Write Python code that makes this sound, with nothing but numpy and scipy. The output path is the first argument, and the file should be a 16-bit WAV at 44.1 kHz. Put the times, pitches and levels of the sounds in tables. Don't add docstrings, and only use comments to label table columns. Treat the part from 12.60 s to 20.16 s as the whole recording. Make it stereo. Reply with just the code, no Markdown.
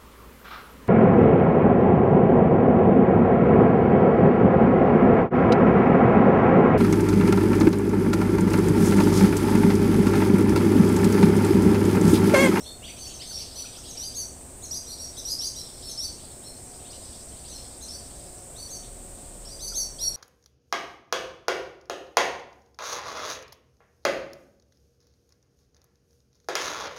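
import sys
import numpy as np
from scipy import signal
from scipy.fft import rfft, irfft, next_fast_len
from scipy.io import wavfile
from scipy.ndimage import map_coordinates

SR = 44100
rng = np.random.default_rng(int(sys.argv[2]) if len(sys.argv) > 2 else 0)


def log_audio(samples):
    frames = np.atleast_2d(samples).T
    limited = np.clip(frames, -1, 1)
    pcm = np.round(limited * 32767).astype(np.int16)
    wavfile.write(sys.argv[1], SR, pcm)


N = 333396
TIME = np.arange(N) / SR

# (time [s], length [s], upper [Hz], lower [Hz], upper level [dB], lower level [dB])
WITT_CALLS = [(-.005, 0.046, 5450, 4250, -47.5, -54.5), (0.752, .085, 5650, 4740, -40, -44),
              (1.369, 0.12, 5640, 4840, -35.5, -38), (2.108, .078, 5650, 4935, -31.5, -36.5),
              (2.648, 0.083, 5670, 5000, -35, -33.5), (2.783, .1, 5470, 4850, -31.5, -33.5),
              (3.373, 0.1, 5390, 4650, -31, -38), (5.28, 0.084, 5260, 4680, -41, -45.5),
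              (6.85, 0.1, 5450, 4850, -47, -48)]
# (time [s], length [s], upper [Hz], lower [Hz], upper level [dB], lower level [dB],
# sag of the upper whistle [share of pitch])
HELD_CALLS = [(0.042, .058, 4350, 3630, -46.5, -48.5, 0.0028), (0.222, 0.091, 5990, 4610, -55, -52, 0.013),
              (0.355, 0.12, 6330, 4560, -46, -47.5, 0.15), (0.634, .13, 6350, 4520, -44.5, -45.5, .15),
              (0.722, 0.066, 5590, 4630, -40, -57, 0.046), (0.933, 0.098, 6035, 4485, -42.5, -45, .04),
              (1.536, 0.1, 6630, 4570, -33, -40.5, 0.15), (2.252, .072, 5810, 4254, -44, -47, 0.011),
              (2.373, .08, 5670, 4500, -43, -46.5, 0.0049), (2.94, 0.078, 5800, 4070, -40, -47, 0.091),
              (3.209, 0.09, 5440, 4400, -47, -47, 0.025), (3.817, 0.083, 5420, 4250, -55, -52, 0.004),
              (4.871, 0.098, 6470, 4280, -47.5, -50, 0.25), (4.94, 0.051, 5410, 4230, -50, -55, 0.03),
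              (5.949, 0.1, 6120, 4540, -50, -45, 0.048), (6.085, 0.093, 6570, 4580, -39.5, -46.5, 0.17),
              (6.991, 0.097, 6300, 4610, -37, -39, 0.072), (7.07, 0.024, 6420, 4950, -43, -39.5, 0),
              (7.137, 0.098, 6490, 4553, -27.5, -35, 0.16), (7.383, 0.11, 5725, 4460, -30, -35, 0.017),
              (7.523, .062, 5720, 4380, -36, -48, 0.0068)]
# (time [s], length [s], final upper [Hz], final lower [Hz], upper level [dB], lower level [dB])
RISE_CALLS = [(0.217, 0.046, 3900, 3080, -47, -62), (0.277, 0.028, 3880, 2760, -48, -57.5),
              (0.455, 0.03, 7200, 3300, -42.5, -59), (0.587, 0.042, 5600, 3680, -40, -54),
              (0.611, 0.019, 4360, 2510, -44, -59), (0.787, .04, 5340, 3210, -43, -61),
              (0.899, 0.028, 5440, 4300, -47, -61), (1.149, 0.044, 6900, 3840, -47, -61),
              (4.29, 0.035, 6200, 5200, -45.5, -56), (4.368, 0.025, 4830, 3600, -63, -84),
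              (4.465, 0.029, 5920, 4200, -53, -69), (4.494, 0.035, 6030, 4340, -58, -72),
              (6.22, .039, 4640, 3600, -58, -71)]
# (time [s], length [s], upper [Hz], lower [Hz], upper level [dB], lower level [dB])
TICK_CALLS = [(0.522, 0.036, 6460, 3230, -43.5, -62), (1.269, .052, 6650, 4050, -41.5, -52.5),
              (2.019, 0.043, 6750, 4270, -38.5, -48.5), (2.307, .036, 5900, 4690, -52, -40.5),
              (2.565, 0.039, 6170, 4040, -35.5, -42.5), (2.698, .045, 6750, 5070, -37.5, -31),
              (2.851, 0.041, 6700, 4450, -37, -45), (3.286, 0.04, 6450, 4350, -37, -43),
              (3.436, 0.031, 6150, 4620, -47, -37.5), (5.204, 0.047, 6510, 4170, -44, -49.5)]
# (start [s], length [s], upper [Hz], nominal level [dB])
FLOCK_BOUTS = [(.25, 1.35, 4993, -51), (2.197, 1.55, 5960, -52), (3.899, 1.9, 5716, -53),
               (6.097, 1.23, 5530, -66)]
# (time [s], mid pitch [Hz], nominal level [dB])
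PIP_NOTES = [(.708, 1480, -57), (1.04, 1410, -53), (1.176, 1380, -56.5), (7.117, 1410, -52)]
# (time [s], level [dB])
INSECT_LEVEL = [(0, -45.5), (2, -44), (4.5, -42.5), (7.56, -44)]
# (frequency [Hz], density [dB per Hz])
INSECT_SPECTRUM = [(5000, -44), (6500, -18.5), (7300, -11.5), (7900, -3.5), (8200, -3.5), (8550, -1.5),
                   (9100, -7), (9800, -17), (11000, -32), (15000, -54.5)]
# (frequency [Hz], nominal level [dB])
INSECT_TONES = [(7537, -68), (7892, -62), (8123, -64), (8506, -63), (8732, -64), (9033, -68)]
# (frequency [Hz], density [dB per Hz])
ROAD_SPECTRUM = [(20, -4), (45, -1), (62, 1.5), (100, -2.5), (160, -7), (250, -7.5), (400, -10),
                 (670, -9.5), (900, -17), (1430, -23), (2600, -27.5), (5000, -52)]
# (frequency [Hz], density [dB per Hz])
RUMBLE_SPECTRUM = [(15, -25), (28, -43), (34, 10), (38, 11), (43, -11), (52, -29), (80, -63)]
# (frequency [Hz], likeness [-1 to 1])
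TRAFFIC_LIKENESS = [(40, 1), (120, 0.82), (500, 0.96), (1400, 0.73), (2500, 0.75)]
# (frequency [Hz], nominal peak level [dB], loudest at [s], spread [s])
ENGINE_TONES = [(36.9, -44, 6.93, 0.76), (36.5, -64, 2.3, 1.4), (71.4, -52.5, 0.69, 2.9),
                (63.8, -50.5, 5.2, 0.5), (120.1, -59.5, 3.2, 8.7), (260.2, -60, 1.6, 4),
                (371.3, -59.5, 5.1, 4.7), (557.6, -56, 7.04, 1.5), (725, -55, 4.2, 0.16),
                (723, -58, 6.1, 0.86)]
# (frequency [Hz], density [dB per Hz])
AIR_SPECTRUM = [(600, -22), (1800, -6.5), (3500, 1), (6000, 3.5), (11000, 0.5), (15500, -2)]
# (frequency [Hz], time [s])
ECHO_DECAY = [(1500, 0.21), (5000, 0.43), (9000, 0.37), (15000, 0.23)]
# (frequency [Hz], gain [dB])
BEAK_GAIN = [(700, -30), (1400, 8.5), (2500, 7.5), (4000, -1), (7000, 0), (10500, 4), (13000, 5),
             (15500, -7)]
# (frequency [Hz], lead of the left [rad])
PORT_PHASE = [(6500, 0.091), (8000, -1.2), (15000, -2)]

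TOP_HZ = 15600
SCOOP_POWER = 1.6
UPPER_OFF_DB, LOWER_OFF_DB = 50.5, 54
NEAR_DB, NEAR_ECHO_DB = -28, -6.5
ECHO_GROWS = 0.2


def amp(db):
    return 10 ** (np.asarray(db) / 20)


def unit(x):
    return x / np.sqrt(np.mean(x ** 2) + 1e-20)


def along(points, hz):
    f, v = np.transpose(points)
    return np.interp(np.log(hz + 1), np.log(f + 1), v)


def wobble(rate_hz, size=N):
    knots = rng.standard_normal(int(size * rate_hz / SR) + 4)
    return map_coordinates(knots, [np.arange(size) * rate_hz / SR])


def filtered(x, response):
    m = next_fast_len(N + SR // 4)
    return irfft(rfft(x, m) * response(np.fft.rfftfreq(m, 1 / SR)), m)[..., :N]


def add(track, sound, start_s):
    start = max(round(start_s * SR), 0)
    part = sound[:, :max(N - start, 0)]
    track[:, start:start + part.shape[1]] += part


def panned(x, left_db):
    return x * amp([[left_db / 2], [-left_db / 2]])


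def rush(spectrum, likeness):
    def mid_side_gain(hz):
        angle = np.arccos(np.clip(along(likeness, hz), -1, 1)) / 2
        return amp(along(spectrum, hz)) * np.array([np.ones_like(hz), np.tan(angle)])

    mid, side = filtered(rng.standard_normal((2, N)), mid_side_gain)
    return np.array([mid + side, mid - side]) / np.std(mid)


def insects(level_db, drift=.003, width_hz=22):
    likeness = [(7000, .35), (8500, 0.89), (11000, .05)]  # (frequency [Hz], likeness)
    chorus = amp(level_db - 2.0 + 0.31 * wobble(25)) * rush(INSECT_SPECTRUM, likeness)
    tone_swell = amp(np.interp(TIME, [3, 4.2, 6, 7.5], [-2, 1, 1, -2]))
    for hz, db in INSECT_TONES:
        pitch_hz = hz * (1 + drift * wobble(0.46)) + width_hz * wobble(60)
        phase = 2 * np.pi * np.cumsum(pitch_hz) / SR
        chorus = chorus + tone_swell * amp(db + 2 * wobble(5.3)) * np.sin(phase)
    return panned(chorus, left_db=4.0)


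def traffic(road_db=-47.48, rumble_db=-58, waver=0.00625):
    road = amp(road_db) * rush(ROAD_SPECTRUM, TRAFFIC_LIKENESS)
    road = road + amp(rumble_db) * rush(RUMBLE_SPECTRUM, TRAFFIC_LIKENESS)
    for hz, db, peak_s, spread_s in ENGINE_TONES:
        phase = 2 * np.pi * np.cumsum(hz + (1 + waver * hz) * wobble(10)) / SR
        passing = np.exp(-((TIME - peak_s) / spread_s) ** 2 / 2)
        road = road + amp(db + 1.56 * wobble(4.5)) * passing * np.sin(phase)
    return panned(road, left_db=.5)


def open_air():
    return amp(-55) * rush(AIR_SPECTRUM, [(1500, 0.88), (5000, 0.71), (12000, 0)])


def glide(u, off_db, scoop, top, fall=0, bend=1):
    before = np.clip(1 - u / top, 0, 1)
    after = np.clip((u - top) / (1 - top), 0, 1)
    below = scoop * before ** SCOOP_POWER + fall * after ** bend
    return 1 - below, -off_db * below


def witt(u, step=.13, step_from=0.089, step_to=.85, yield_db=9, enter_at=0.31, entry_db=30):
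    upper, upper_swell = glide(u, UPPER_OFF_DB, scoop=0.249, top=0.0905)
    lower, lower_swell = glide(u, LOWER_OFF_DB, scoop=.62, top=.76, fall=0.031)
    stepped = np.sin(np.pi / 2 * np.clip((u - step_from) / (step_to - step_from), 0, 1)) ** 2
    waiting = np.clip(1 - u / enter_at, 0, 1)
    upper = upper * (1 + step * stepped)
    return upper, lower, upper_swell - yield_db * stepped, lower_swell - entry_db * waiting


def held(u, sag, crescendo_db=8.0, enter_at=0.48, entry_db=4):
    upper, upper_swell = glide(u, UPPER_OFF_DB, scoop=.28, top=.32, fall=sag)
    lower, lower_swell = glide(u, LOWER_OFF_DB, scoop=.31, top=.52, fall=0.029, bend=3.15)
    waiting = np.clip(1 - u / enter_at, 0, 1)
    return upper, lower, upper_swell + crescendo_db * (u - .5), lower_swell - entry_db * waiting


def rise(u, scoop=.34, bend=1.3, loud_at=0.75, taper_db=33):
    ratio = 1 - scoop * (1 - u ** bend)
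    swell = -taper_db * (u - loud_at) ** 2
    return ratio, ratio, swell, swell


def tick(u, crescendo_db=23, nominal_at=0.65):
    upper, upper_swell = glide(u, UPPER_OFF_DB, scoop=0.1155, top=0.304, fall=0.263, bend=3.02)
    lower, lower_swell = glide(u, LOWER_OFF_DB, scoop=.24, top=0.5, fall=0.168, bend=2.8)
    return upper, lower, upper_swell + crescendo_db * (u - nominal_at), lower_swell


def syrinx(shape, length_s, upper_hz, lower_hz, upper_db, lower_db, rough):
    sum_db, double_db, third_db, rasp_db = -10, -14, -17, -19
    jitter, flutter_db, edge_s = .005, 1.4, 0.0023
    size = int(length_s * SR)
    u = np.linspace(0, 1, size)
    upper, lower, upper_swell, lower_swell = shape(u)

    def turning(hz):
        jittered_hz = hz * (1 + rough * jitter * wobble(500.3, size))
        return np.exp(2j * np.pi * np.cumsum(jittered_hz) / SR)

    high, low = turning(upper_hz * upper), turning(lower_hz * lower)
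    high_gain = amp(upper_db + upper_swell + rough * flutter_db * wobble(211.5, size))
    low_gain = amp(lower_db + lower_swell + rough * flutter_db * wobble(196, size))
    both = np.sqrt(high_gain * low_gain)
    tone = high_gain * high + low_gain * low + amp(sum_db) * both * high * low
    tone += amp(double_db) * (low_gain * low ** 2 + amp(-6.0) * high_gain * high ** 2)
    tone += amp(third_db) * (low_gain * low ** 3 + both * high * low ** 2)
    band = signal.butter(2, [8000, 15000], "bandpass", fs=SR, output="sos")
    scratch = signal.sosfilt(band, rng.standard_normal(size))
    gate = np.sin(np.pi / 2 * np.clip(np.minimum(u, 1 - u) * length_s / edge_s, 0, 1)) ** 2
    return gate * (np.sqrt(2) * tone.imag + amp(rasp_db) * both * unit(scratch))


def echo(x, buildup_s=0.0052, side_share=0.34):
    hz, t, z = signal.stft(rng.standard_normal((2, SR // 2)), SR, nperseg=256)
    decay = amp(-60 * t / along(ECHO_DECAY, hz)[:, None])
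    buildup = 1 - np.exp(-t / buildup_s)
    mid, side = signal.istft(z * decay * buildup, SR, nperseg=256)[1]
    tail = np.array([mid + side_share * side, mid - side_share * side]) / np.linalg.norm(mid)
    return signal.fftconvolve(x[None], tail, axes=1)


def swallows(walls=3, wall_db=-8):
    track = np.zeros((2, N))
    for shape, calls in [(held, HELD_CALLS), (witt, WITT_CALLS), (tick, TICK_CALLS), (rise, RISE_CALLS)]:
        for start_s, length_s, upper_hz, lower_hz, upper_db, lower_db, *sag in calls:
            echo_db = NEAR_ECHO_DB + ECHO_GROWS * (NEAR_DB - max(upper_db, lower_db))
            rough = np.clip(1 + (echo_db + 6) / 3, .5, 1.9)
            call = syrinx(lambda u: shape(u, *sag), length_s, upper_hz, lower_hz, upper_db, lower_db, rough)
            add(track, np.array([call, call]), start_s)
            for path, side in rng.uniform(0, 1, (walls, 2)):
                reflection = amp(echo_db + wall_db) * panned(call, 6 * (side - .5))
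                add(track, reflection, start_s + .004 + 0.044 * path)
            add(track, amp(echo_db + 1.5) * echo(call), start_s)
    return panned(track, left_db=2)


def flock(count=54, interval=.76, spread=.19, taper_db=7, direct_db=-2, echo_db=-2.0):
    track = np.zeros((2, N))
    for bout_s, duration_s, upper_hz, bout_db in FLOCK_BOUTS:
        for k, (when, length, pitch, size) in enumerate(rng.uniform(-1, 1, (count, 4))):
            share = (k + .5 + when) / count
            hz = upper_hz * (1 + spread * pitch)
            db = bout_db + 3 * size - taper_db * (2 * share - 1) ** 2
            shape = [rise, tick, rise][k % 3]
            chirp = syrinx(shape, .035 + .015 * length, hz, hz * interval, db, db - 7, rough=2.2)
            add(track, np.array([chirp, chirp]), bout_s + share * duration_s)
    return amp(direct_db) * track + amp(echo_db) * echo(track[0])[:, :N]


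def pips(length_s=0.017, fall=0.21, echo_db=-7):
    track = np.zeros((2, N))
    u = np.linspace(0, 1, int(length_s * SR))
    for start_s, hz, db in PIP_NOTES:
        phase = 2 * np.pi * np.cumsum(hz * (1 + fall * (.5 - u))) / SR
        note = amp(db + 4.5) * np.sin(np.pi * u) * np.sin(phase)
        add(track, np.array([note, note]), start_s)
        add(track, amp(echo_db) * echo(note), start_s)
    return track


def scene():
    insect_db = np.interp(TIME, *np.transpose(INSECT_LEVEL))
    birds = filtered(swallows() + flock(), lambda hz: amp(along(BEAK_GAIN, hz)))
    return birds + pips() + insects(insect_db) + traffic() + open_air()


def record(dry):
    def response(hz):
        return (hz < TOP_HZ) * np.exp(.5j * np.outer([1, -1], along(PORT_PHASE, hz)))

    return filtered(dry, response)


dry = scene()
out = record(dry)
log_audio(out)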